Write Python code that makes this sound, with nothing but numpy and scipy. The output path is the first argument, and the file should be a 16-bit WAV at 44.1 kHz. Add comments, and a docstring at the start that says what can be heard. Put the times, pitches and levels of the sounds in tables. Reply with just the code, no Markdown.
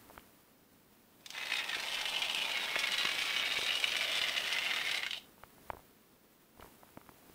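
"""Foam gun in an open foam-board box

Foam adhesive sputters from a hand gun's long nozzle along the box edge: popping, stuttering gas noise
with quick spurts, and a few early pops. Box and floor return drifting echoes and a short tail.
The small recorder is hand-held: skin rustles, ticks ring its case, and a deep rumble comes as it sways.
Beneath lie a steady hiss and a thin, wavering whine that swells with the sound."""
import sys
import numpy as np
from scipy import signal
from scipy.fft import rfft, irfft
from scipy.io import wavfile
from scipy.ndimage import uniform_filter1d

SR = 44100
rng = np.random.default_rng(int(sys.argv[2]) if len(sys.argv) > 2 else 0)


def inscribe(sig):
    """Save sig as 16-bit PCM at rate SR to the path in sys.argv[1].

    A 1-D sig is mono; a 2-D sig holds one channel per row.
    Samples are clipped to [-1, 1] before scaling.
    """
    pcm = np.round(np.clip(np.atleast_2d(sig).T, -1, 1) * 32767)
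    wavfile.write(sys.argv[1], SR, pcm.astype(np.int16))


N = 323694
T = np.arange(N) / SR  # seconds

# Skin rustling on the recorder: time_s, level_db
RUSTLE_LEVEL = [(0.0, -60), (0.14, -56.5), (0.31, -62), (0.6, -66), (1.2, -63.5), (5.27, -61),
                (5.48, -61.5), (5.72, -58.5), (5.98, -64.5), (6.3, -66.5), (6.52, -65.5), (6.63, -57.5),
                (6.74, -60.5), (7.34, -60.5)]
# Spectrum of the rustle: frequency_hz, relative_level_db
RUSTLE_SPECTRUM = [(15, -32), (25, -8.5), (344, -2.5), (560, -10.5), (695, -8), (775, -10.5), (936, -10),
                   (6050, -22.5), (14800, -18), (16000, -14.5)]
# Spectrum of the recorder's hiss: frequency_hz, relative_level_db
HISS_SPECTRUM = [(12, -49), (20, 3), (55, -19), (79, -17), (210, 5.5), (301, 1.5), (328, -4.5), (434, -0.5),
                 (558, -3), (642, -11.5), (1400, -13.5), (5380, -17), (8650, -25), (14700, -25),
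                 (16000, -11)]
# Ticks of the hand on the case: start_s, peak_db, centre_hz, thump_db (re peak, before its rise)
TICKS = [(0.099, -41, 910, -10), (0.108, -44.5, 657, -16), (0.159, -46, 1300, -12), (0.178, -31, 1230, -7),
         (0.195, -45, 3050, -7), (0.23, -52, 1300, -13), (1.7675, -34.5, 506, -22), (2.763, -27, 590, -19),
         (3.051, -33.5, 346, -16), (3.588, -33, 453, -12), (3.628, -32.5, 520, -20), (4.213, -43, 420, 4),
         (4.291, -43, 350, -7), (5.38, -48.5, 905, -17), (5.4358, -32.5, 1230, -8), (5.582, -48, 800, -16),
         (5.7017, -22, 896, -8.5), (5.7016, -38, 2200, -22), (5.7052, -35, 1010, -19),
         (5.734, -36.5, 590, 1), (5.7472, -42, 406, -6), (5.769, -39.5, 900, 1), (5.793, -45, 800, 0),
         (6.575, -52, 726, 6), (6.5972, -41, 500, 1), (6.6085, -43, 3300, -14), (6.616, -49, 1500, -14),
         (6.6241, -37.5, 1200, -8), (6.6271, -37, 1100, -3), (6.645, -42, 493, -9),
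         (6.661, -48.5, 895, -18), (6.677, -49, 900, 2), (6.829, -49, 1000, -20), (6.833, -41.5, 830, -22),
         (6.89, -50, 1400, -13), (6.9728, -33.5, 1080, -26), (6.973, -37, 320, -24),
         (7.014, -44, 1250, -13), (7.064, -52, 1300, -13), (7.091, -36.5, 1100, -12), (7.091, -49, 260, -8),
         (7.118, -50, 397, -17), (7.227, -51, 900, -13), (7.297, -48.5, 387, 1)]
# Ringing modes of the case: pitch_hz, relative_level_db, t60_s
CASE_MODES = [(251, 3.5, 0.014), (437, 4.5, 0.011), (690, 7.5, 0.01), (917, 13.5, 0.0073),
              (1230, 12.5, 0.0045), (2300, 11, 0.0063), (2860, 9, 0.0064), (3700, 2, 0.0042)]
# The trigger opens, holds and closes: time_s, jet_level_db, brightness_db_per_octave
FLOW = [(1.2, -76, -6), (1.25, -68.5, 4), (1.33, -51.5, 3.5), (1.37, -44.5, -3.5), (1.47, -43, 2),
        (1.57, -40.5, -1.5), (1.66, -42, -2.5), (1.9, -40.5, -0.5), (2.3, -38.5, 0), (3.0, -36.5, -3),
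        (3.9, -36.5, -1.5), (4.5, -37.5, -2), (4.97, -38.5, -3), (5.05, -44.5, -3), (5.11, -52, 0),
        (5.14, -50, -1.5), (5.18, -46.5, 1), (5.2, -60, 1), (5.25, -68, -5)]
# Strongest spurts at the tip: start_s, level_db, added_brightness_db_per_octave, length_s
SPURTS = [(1.336, -46, -6, 0.006), (1.348, -34, -7, 0.004), (1.365, -39, 2, 0.008),
          (1.377, -34.5, -1, 0.016), (1.41, -35.5, -4, 0.008), (1.432, -33, -4, 0.0061),
          (1.455, -32, -3, 0.0057), (1.468, -33, -5, 0.0068), (1.499, -32.5, -4, 0.014),
          (1.5177, -28.5, -5, 0.008), (1.534, -28, -7, 0.0073), (1.553, -29, -7, 0.0051),
          (1.566, -32, 3.5, 0.0095), (1.582, -33.2, -1, 0.034), (1.641, -31, 6, 0.0047),
          (1.692, -34, 1, 0.015), (1.729, -33, -1.0, 0.008), (1.7446, -31.5, -2, 0.012),
          (1.756, -38, 2, 0.014), (1.799, -33.5, 2.5, 0.0089), (1.883, -35, 1, 0.0072),
          (1.9436, -30, 0.5, 0.0077), (1.968, -33.5, -3, 0.0098), (2.012, -30, 5, 0.0055),
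          (2.0536, -30.5, -2, 0.0096), (2.095, -32, 1, 0.011), (2.134, -31.5, 0, 0.0076),
          (2.161, -29, -2, 0.0094), (2.191, -29.5, 2, 0.0069), (2.218, -25.5, 0.5, 0.0095),
          (2.225, -37, -7, 0.0085), (2.295, -27, -5, 0.0068), (2.311, -30.5, 1, 0.0066),
          (2.346, -26.5, 3, 0.0054), (2.359, -29.9, -7, 0.0053), (2.3826, -29.5, -2, 0.012),
          (2.417, -31, -0.5, 0.015), (2.449, -31.5, -2.5, 0.013), (2.493, -29.5, -1.1, 0.0066),
          (2.513, -30.5, 3.5, 0.0082), (2.571, -30.5, 2, 0.011), (2.615, -43, -2, 0.0098),
          (2.636, -41, -1, 0.0085), (2.679, -34, -3, 0.011), (2.725, -45, -1, 0.0069),
          (2.7553, -29, -2, 0.013), (2.788, -30, 2.5, 0.015), (2.835, -29, 1, 0.013),
          (2.871, -28.5, 5.5, 0.0053), (2.917, -29.5, 4.5, 0.014), (2.934, -30, 2, 0.021),
          (2.979, -28.5, 3, 0.0095), (3.01, -28, -1, 0.006), (3.03, -32, 4, 0.0071),
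          (3.05, -25, -0.5, 0.0075), (3.069, -27.5, -1, 0.0087), (3.087, -30.5, 1.5, 0.014),
          (3.157, -37, -5, 0.0089), (3.189, -28, 0, 0.007), (3.218, -31, 0, 0.0134),
          (3.299, -30, 6, 0.0076), (3.351, -44, -3, 0.0062), (3.362, -28.5, -1.5, 0.013),
          (3.396, -30.5, -1, 0.011), (3.426, -34, 0, 0.005), (3.474, -34, -4, 0.016),
          (3.518, -28, 1.5, 0.011), (3.565, -32, -8, 0.0096), (3.612, -29, -2, 0.0098),
          (3.662, -28, 0.8, 0.012), (3.69, -29.5, -3, 0.0059), (3.7048, -28.5, -2.2, 0.0073),
          (3.719, -29, -3, 0.0083), (3.752, -28.5, 0, 0.0082), (3.7679, -33, -2, 0.0043),
          (3.7985, -29, 2, 0.0082), (3.828, -28, -1.8, 0.006), (3.84, -24, 0.5, 0.0059),
          (3.9165, -28.5, -1, 0.011), (3.953, -27, -3.2, 0.0054), (3.965, -25, 0.5, 0.0081),
          (4.0074, -27.5, -1, 0.0073), (4.026, -25.5, -2, 0.0032), (4.045, -31.0, -3.1, 0.0081),
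          (4.067, -30.5, -6, 0.0045), (4.076, -31, 3, 0.0066), (4.115, -28.5, 2, 0.0054),
          (4.153, -28.5, 2, 0.0086), (4.1702, -28, 0, 0.0082), (4.19, -30, 1, 0.0083),
          (4.2144, -27, -1.3, 0.0074), (4.2366, -29.5, 0, 0.012), (4.283, -29, 0.5, 0.008),
          (4.293, -26, -1, 0.0048), (4.363, -30, 0, 0.018), (4.378, -29, -2, 0.0081),
          (4.448, -32.1, -5, 0.0054), (4.479, -28.5, 0, 0.0054), (4.525, -27.5, 2.5, 0.013),
          (4.564, -32.5, 0, 0.0096), (4.5835, -28.5, 1, 0.014), (4.618, -32, -1, 0.0108),
          (4.662, -30.5, -1.5, 0.011), (4.709, -29.5, -4.5, 0.015), (4.734, -27, -4, 0.0075),
          (4.7604, -26.5, -1, 0.0092), (4.813, -27, -9, 0.0044), (4.849, -32, -0.5, 0.01),
          (4.87, -32, 0, 0.0078), (4.892, -30, -5, 0.007), (4.912, -30, 3, 0.011),
          (4.944, -27.5, 0, 0.0063), (4.953, -32, 2, 0.0083), (4.974, -27.5, 2, 0.0042),
          (5.0304, -31, -1, 0.0091), (5.063, -28.5, -1, 0.0067), (5.107, -30, -4, 0.0052),
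          (5.1306, -27, -4, 0.0049), (5.143, -37, -2, 0.0047)]
# Spectrum of the jet before its peaks and tilt: frequency_hz, relative_level_db
JET_SPECTRUM = [(530, -38.5), (900, -16.5), (1360, -10.5), (2140, -4), (2690, -2.5), (2930, -2), (3860, -4),
                (4360, -8), (5550, -10), (7060, -18), (8660, -16), (9650, -20.5), (14200, -31),
                (15200, -57), (16000, -34)]
# Three resonances added to the jet, drifting as the tip travels along the box:
# time_s, low_hz, low_gain_db, middle_hz, middle_gain_db, high_hz, high_gain_db
JET_PEAKS = [(1.33, 1700, -8, 2500, -4, 3660, -2), (1.4, 2030, 7, 2520, 2, 3700, 5.5),
             (1.62, 2050, 4, 2500, 4, 3700, 3), (1.78, 1690, 3, 2400, 0, 3530, -7),
             (1.92, 2590, -6, 3050, 0, 3620, -12), (2.15, 2630, -1, 2990, 5.5, 3350, 1),
             (2.4, 2570, 9.5, 2910, 6, 3190, 3), (2.55, 2240, 6, 2930, 2, 4050, 4),
             (2.7, 2180, 0, 2700, -18, 3330, -4), (2.9, 2200, 1, 2930, 2, 3700, 0),
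             (3.05, 2160, -7, 2820, 1, 3960, 2), (3.2, 2380, 2, 3150, -20, 3980, -12),
             (3.4, 2200, -3, 2970, 2, 3700, 3), (3.65, 2430, 1, 2790, 2, 3820, 3),
             (3.95, 2360, 2, 3000, 4.5, 3770, -2), (4.15, 2060, -1, 2910, 0, 3510, 2),
             (4.45, 1920, 1, 2850, -1, 3450, -10), (4.65, 2150, 3, 2870, 5, 3480, -6),
             (5.05, 2060, 8.5, 2900, -2, 4020, -6), (5.13, 2100, -6, 3020, 13, 3700, 7)]
# Spectrum of the low rumble: frequency_hz, relative_level_db
RUMBLE_SPECTRUM = [(80, -16), (200, -8), (400, -5), (650, 0.5), (900, -4), (1300, -3), (2000, -18)]
# Resonance of the rumble, near 880 Hz early, gone midway, near 700 Hz late: time_s, pitch_hz, gain_db
RUMBLE_PEAK = [(1.3, 880, 8), (2.2, 877, 8), (2.7, 900, 5), (3.6, 715, -29), (4.0, 644, -1.5),
               (5.0, 726, -2)]
# Clicks of a few pops as the valve cracks open, with their close echoes: start_s, click_peak_db
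POPS = [(1.209, -51), (1.261, -29.5), (1.2627, -32), (1.303, -41), (1.3048, -27), (1.3061, -36.5)]
# Spectrum of a pop: frequency_hz, relative_level_db
POP_SPECTRUM = [(500, -27), (1500, -5.5), (2450, -1), (3500, 5.5), (5000, 0.5), (7500, -7), (12000, -20),
                (16000, -16)]
# Echoes off box and floor as the nozzle travels: start_delay_ms, end_delay_ms, gain (linear, signed)
ECHOES = [(1.48, 2.4, 0.0063), (2.625, 1.624, -0.087), (3.93, 3.2, 0.3), (3.22, 4.9, -0.25),
          (7.7, 9.0, 0.2)]

HISS_DB = -67.5
WHINE_HZ, WAVER_DEPTH_HZ, WAVER_SPEED_HZ = 14968, 24., 60.
WHINE_DB, WHINE_SWELL, QUIET_DB = -76, .24, -66  # swell in dB per dB of loudness above QUIET_DB
SPURT_RISE_S, SPURT_SQUARENESS = 0.0019, 1.83
FLICKER_DB_PER_OCTAVE, FLICKER_HZ = 1.3, 18.
PEAK_WIDTH_HZ, PEAK_FLICKER_DB = 175., 2.5
RUMBLE_DB, RUMBLE_FOLLOW, FULL_FLOW_DB = -48.5, 0.88, -36  # level at full flow; dB per dB of jet level
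RUMBLE_PEAK_WIDTH_HZ = 110
PUFF_DB, PUFF_FADE_S = -12, 0.004  # starting level re the click's peak
SWAY_DB, SWAY_HZ, SWAY_START_S, SWAY_END_S = -73, 45.3, 1.9, 3.7
EDGE_HZ = 15740


def amp(db):
    """Decibels to linear gain."""
    return 10 ** (np.asarray(db) / 20)


def evened(x):
    """Scales a signal to rms 1."""
    return x / np.sqrt(np.mean(x ** 2) + 1e-20)


def curve(rows, axis):
    """One column of a table, joined by straight lines at every sample."""
    return np.interp(T, *np.transpose(rows)[[0, axis]])


def coloured(x, points):
    """Minimum-phase filter with a table's spectrum, so nothing sounds ahead of its cause; rms 1."""
    hz, db = np.transpose(points)
    log_hz = np.log(abs(np.fft.fftfreq(4096, 1 / SR)) + 1)
    log_gain = np.log(amp(np.interp(log_hz, np.log(hz), np.maximum(db, -80))))
    taps = np.fft.ifft(np.exp(np.conj(signal.hilbert(log_gain)))).real[:2048]
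    return evened(signal.oaconvolve(x, taps)[:len(x)])


def tilted(x, db_per_octave, pivot_hz):
    """Tips the spectrum about a pivot by a slope that changes in time."""
    hz, t, z = signal.stft(x, SR, nperseg=128)
    octaves = np.log2(np.clip(hz, 1500, 12000) / pivot_hz)
    gain_db = octaves[:, None] * np.interp(t, T, db_per_octave)
    return signal.istft(z * amp(gain_db), SR, nperseg=128)[1][:N]


def wander(hz):
    """Slow random drift: noise with its spectrum halved at hz and falling above, rms 1."""
    lowpass = 1 / (1 + (np.fft.rfftfreq(N, 1 / SR) / hz) ** 4)
    return evened(irfft(rfft(rng.standard_normal(N)) * lowpass, N))


def resonate(x, hz, width_hz):
    """Shifts the curve hz down to zero, smooths, and shifts back: a resonance of gain 1."""
    turn = np.exp(2j * np.pi * np.cumsum(hz * np.ones(N)) / SR)
    r = np.exp(-np.pi * width_hz / SR)
    return 2 * (turn * signal.lfilter([1 - r], [1, -r], x / turn)).real


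def rustle(creaks_per_s=120, creak_share=0.23):
    """Skin sliding on the case: lumpy noise with tiny random creaks."""
    creaks = rng.standard_normal(N) * (rng.random(N) < creaks_per_s / SR)
    lumps = amp(1.0 * wander(hz=12))
    rub = (1 - creak_share) * rng.standard_normal(N) * lumps + creak_share * evened(creaks)
    return coloured(rub, RUSTLE_SPECTRUM) * amp(curve(RUSTLE_LEVEL, axis=1))


def electronics(sound, follow_s=.15):
    """Recorder noise: steady hiss, and a wavering whine that swells with the loudness of the sound."""
    power = abs(uniform_filter1d(sound ** 2, round(follow_s * SR)))
    loud_db = 10 * np.log10(power + 1e-12)
    whine_db = WHINE_DB + WHINE_SWELL * np.maximum(loud_db - QUIET_DB, 0)
    pitch_hz = WHINE_HZ + WAVER_DEPTH_HZ * wander(hz=WAVER_SPEED_HZ)
    whine = np.sqrt(2) * amp(whine_db) * np.sin(2 * np.pi * np.cumsum(pitch_hz) / SR)
    hiss = amp(HISS_DB) * coloured(rng.standard_normal(N), HISS_SPECTRUM)
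    return hiss + whine


def ticks(width_oct=0.89, thump_hz=80, thump_t60=0.027, thump_rise_s=0.0044,
          rise_cycles=0.51, spot_db=-5.1, spot_cycles=5.7):
    """Each tick rings the spot touched, the case modes near its pitch, and pushes the microphone."""
    out, t = np.zeros(N + 4000), np.arange(4000) / SR
    hz, mode_db, t60 = np.transpose(CASE_MODES)[:, :, None]
    detunes = rng.uniform(0.96, 1.04, len(TICKS))
    for (s, db, centre_hz, thump_db), detune in zip(TICKS, detunes):
        near_db = mode_db - 6 * (np.log2(hz / centre_hz) / width_oct) ** 2
        modes = amp(near_db - 60 * t / t60) * np.sin(2 * np.pi * hz * detune * t)
        modes = (modes * (1 - np.exp(-t * hz / rise_cycles)) ** 2).sum(0)
        spot = amp(-60 * t * centre_hz / spot_cycles) * np.sin(2 * np.pi * centre_hz * t)
        spot = spot * (1 - np.exp(-t * centre_hz / rise_cycles)) ** 2
        ring = modes / abs(modes).max() + spot / abs(spot).max() * amp(spot_db)
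        thump = amp(thump_db - 60 * t / thump_t60) * np.sin(2 * np.pi * thump_hz * detune * t)
        thump = thump * (1 - np.exp(-t / thump_rise_s))
        out[round(s * SR):][:4000] += amp(db) * (thump - ring / abs(ring).max())
    return out[:N]


def gas(pops_per_s=2400, spread_db=2.0, pop_share=0.58):
    """Turbulent gas as noise, with bursting foam cells as random impulses of either sign."""
    sizes = amp(spread_db * np.minimum(rng.exponential(1, N), 3)) * rng.choice([-1., 1.], N)
    bursts = sizes * (rng.random(N) < pops_per_s / SR)
    return pop_share * evened(bursts) + (1 - pop_share) * rng.standard_normal(N)


def sputter(base_per_s=120, uneven=.5, spread_db=5.0, rise_s=0.0016, fade_s=0.003, steady=0.7):
    """The flow stutters in an uneven beat: sudden openings that close within a few ms."""
    pace = base_per_s * np.exp(uneven * np.clip(wander(hz=69.57), -3, 1))
    beat = np.diff(np.floor(np.cumsum(pace) / SR), prepend=0)
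    starts = beat * amp(spread_db * rng.uniform(-0.36, 1, N))
    t = np.arange(2000) / SR
    opening = (1 - np.exp(-t / rise_s)) * np.exp(-t / fade_s)
    return steady + evened(signal.oaconvolve(starts, opening)[:N])


def peaked(x):
    """Lifts drifting, flickering resonances out of the jet, at unchanged short-term loudness."""
    lifted = x.copy()
    for k in (1, 3, 5):
        gain_db = curve(JET_PEAKS, axis=k + 1) + PEAK_FLICKER_DB * wander(hz=15)
        lifted += amp(gain_db) * resonate(x, curve(JET_PEAKS, axis=k), PEAK_WIDTH_HZ)
    before, after = abs(uniform_filter1d(np.array([x, lifted]) ** 2, size=8000)) + 1e-12
    return lifted * np.sqrt(before / after)


def jet(stutter, flow_db, on):
    """Gas noise driven by the stuttering flow; each spurt lifts the drive and tips the brightness."""
    drive = amp(flow_db) * stutter * on
    bright = curve(FLOW, axis=2) + FLICKER_DB_PER_OCTAVE * wander(hz=FLICKER_HZ)
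    for s, db, tilt, length in SPURTS:
        t = np.maximum(T - s, 0)
        shape = np.minimum(t / SPURT_RISE_S, 1) * np.exp(-(t / length) ** SPURT_SQUARENESS)
        drive = np.maximum(drive, amp(db) * shape)
        bright = bright + tilt * shape
    return peaked(tilted(coloured(gas(), JET_SPECTRUM) * drive, bright, pivot_hz=3040))


def rumble(stutter, flow_db, on):
    """Low noise following the flow and its stutter, with a resonance that fades out and returns lower."""
    level_db = RUMBLE_DB + RUMBLE_FOLLOW * (flow_db - FULL_FLOW_DB)
    noise = rng.standard_normal(N) * (3.7 + stutter)
    low = coloured(noise, RUMBLE_SPECTRUM) * amp(level_db) * on
    peak = resonate(low, curve(RUMBLE_PEAK, axis=1), RUMBLE_PEAK_WIDTH_HZ)
    return low + amp(curve(RUMBLE_PEAK, axis=2)) * peak


def pops():
    """A sharp click and a short, fading puff of gas for each row: the early pops and close echoes."""
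    t, out = np.arange(2048) / SR, np.zeros(N)
    click = coloured(1. * (t == 0), POP_SPECTRUM)
    click = click / abs(click).max()
    for s, db in POPS:
        noise = coloured(rng.standard_normal(2048), POP_SPECTRUM)
        puff = amp(PUFF_DB) * np.exp(-t / PUFF_FADE_S) * noise
        out[round(s * SR):][:2048] += amp(db) * (click + puff)
    return out


def box(x, tail_db=-12, t60=0.22, turns_per_s=1.5):
    """Early echoes whose delays drift, then a short diffuse tail that changes as the tip moves."""
    travel = np.clip((T - FLOW[0][0]) / (FLOW[-1][0] - FLOW[0][0]), 0, 1)
    early = x.copy()
    for start_ms, end_ms, gain in ECHOES:
        delay_s = (start_ms + (end_ms - start_ms) * travel) / 1000
        early += gain * np.interp(T - delay_s, T, x)
    early = early / np.sqrt(1 + sum(gain ** 2 for *_, gain in ECHOES))
    t = np.arange(SR // 3) / SR
    tails = rng.standard_normal((3, len(t))) * amp(-60 * t / t60) * (t > .005)
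    tails = tails / np.linalg.norm(tails[0])
    # the sound passes round three different tails, at steady total power
    shares = np.sqrt(2 / 3) * np.cos(2 * np.pi * (turns_per_s * T + np.arange(3)[:, None] / 3))
    tail = signal.oaconvolve(x * shares, tails, axes=1)[:, :N].sum(0)
    return early + amp(tail_db) * tail


def nozzle():
    """Jet and pops heard through the box, with the rumble direct; one stutter drives jet and rumble."""
    on = (T > FLOW[0][0]) & (T < FLOW[-1][0])
    stutter, flow_db = evened(sputter()), curve(FLOW, axis=1)
    return box(jet(stutter, flow_db, on) + pops()) + rumble(stutter, flow_db, on)


def sway():
    """Deep, lumpy rumble of the hand-held microphone while the gun is moved along."""
    moving = uniform_filter1d(1. * (T > SWAY_START_S) * (T < SWAY_END_S), 4000)
    return amp(SWAY_DB + 1.7 * wander(hz=5)) * wander(hz=SWAY_HZ) * moving


def scene():
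    """Everything at the recorder, with its own electronics responding to the sum."""
    sound = rustle() + ticks() + nozzle() + sway()
    return (sound + electronics(sound))[None]


def record(dry):
    """Steep low-pass at the upper band limit."""
    lowpass = signal.firwin(1023, EDGE_HZ, window=("kaiser", 9), fs=SR)
    return signal.oaconvolve(dry, lowpass[None], "same")


dry = scene()
out = record(dry)
inscribe(out)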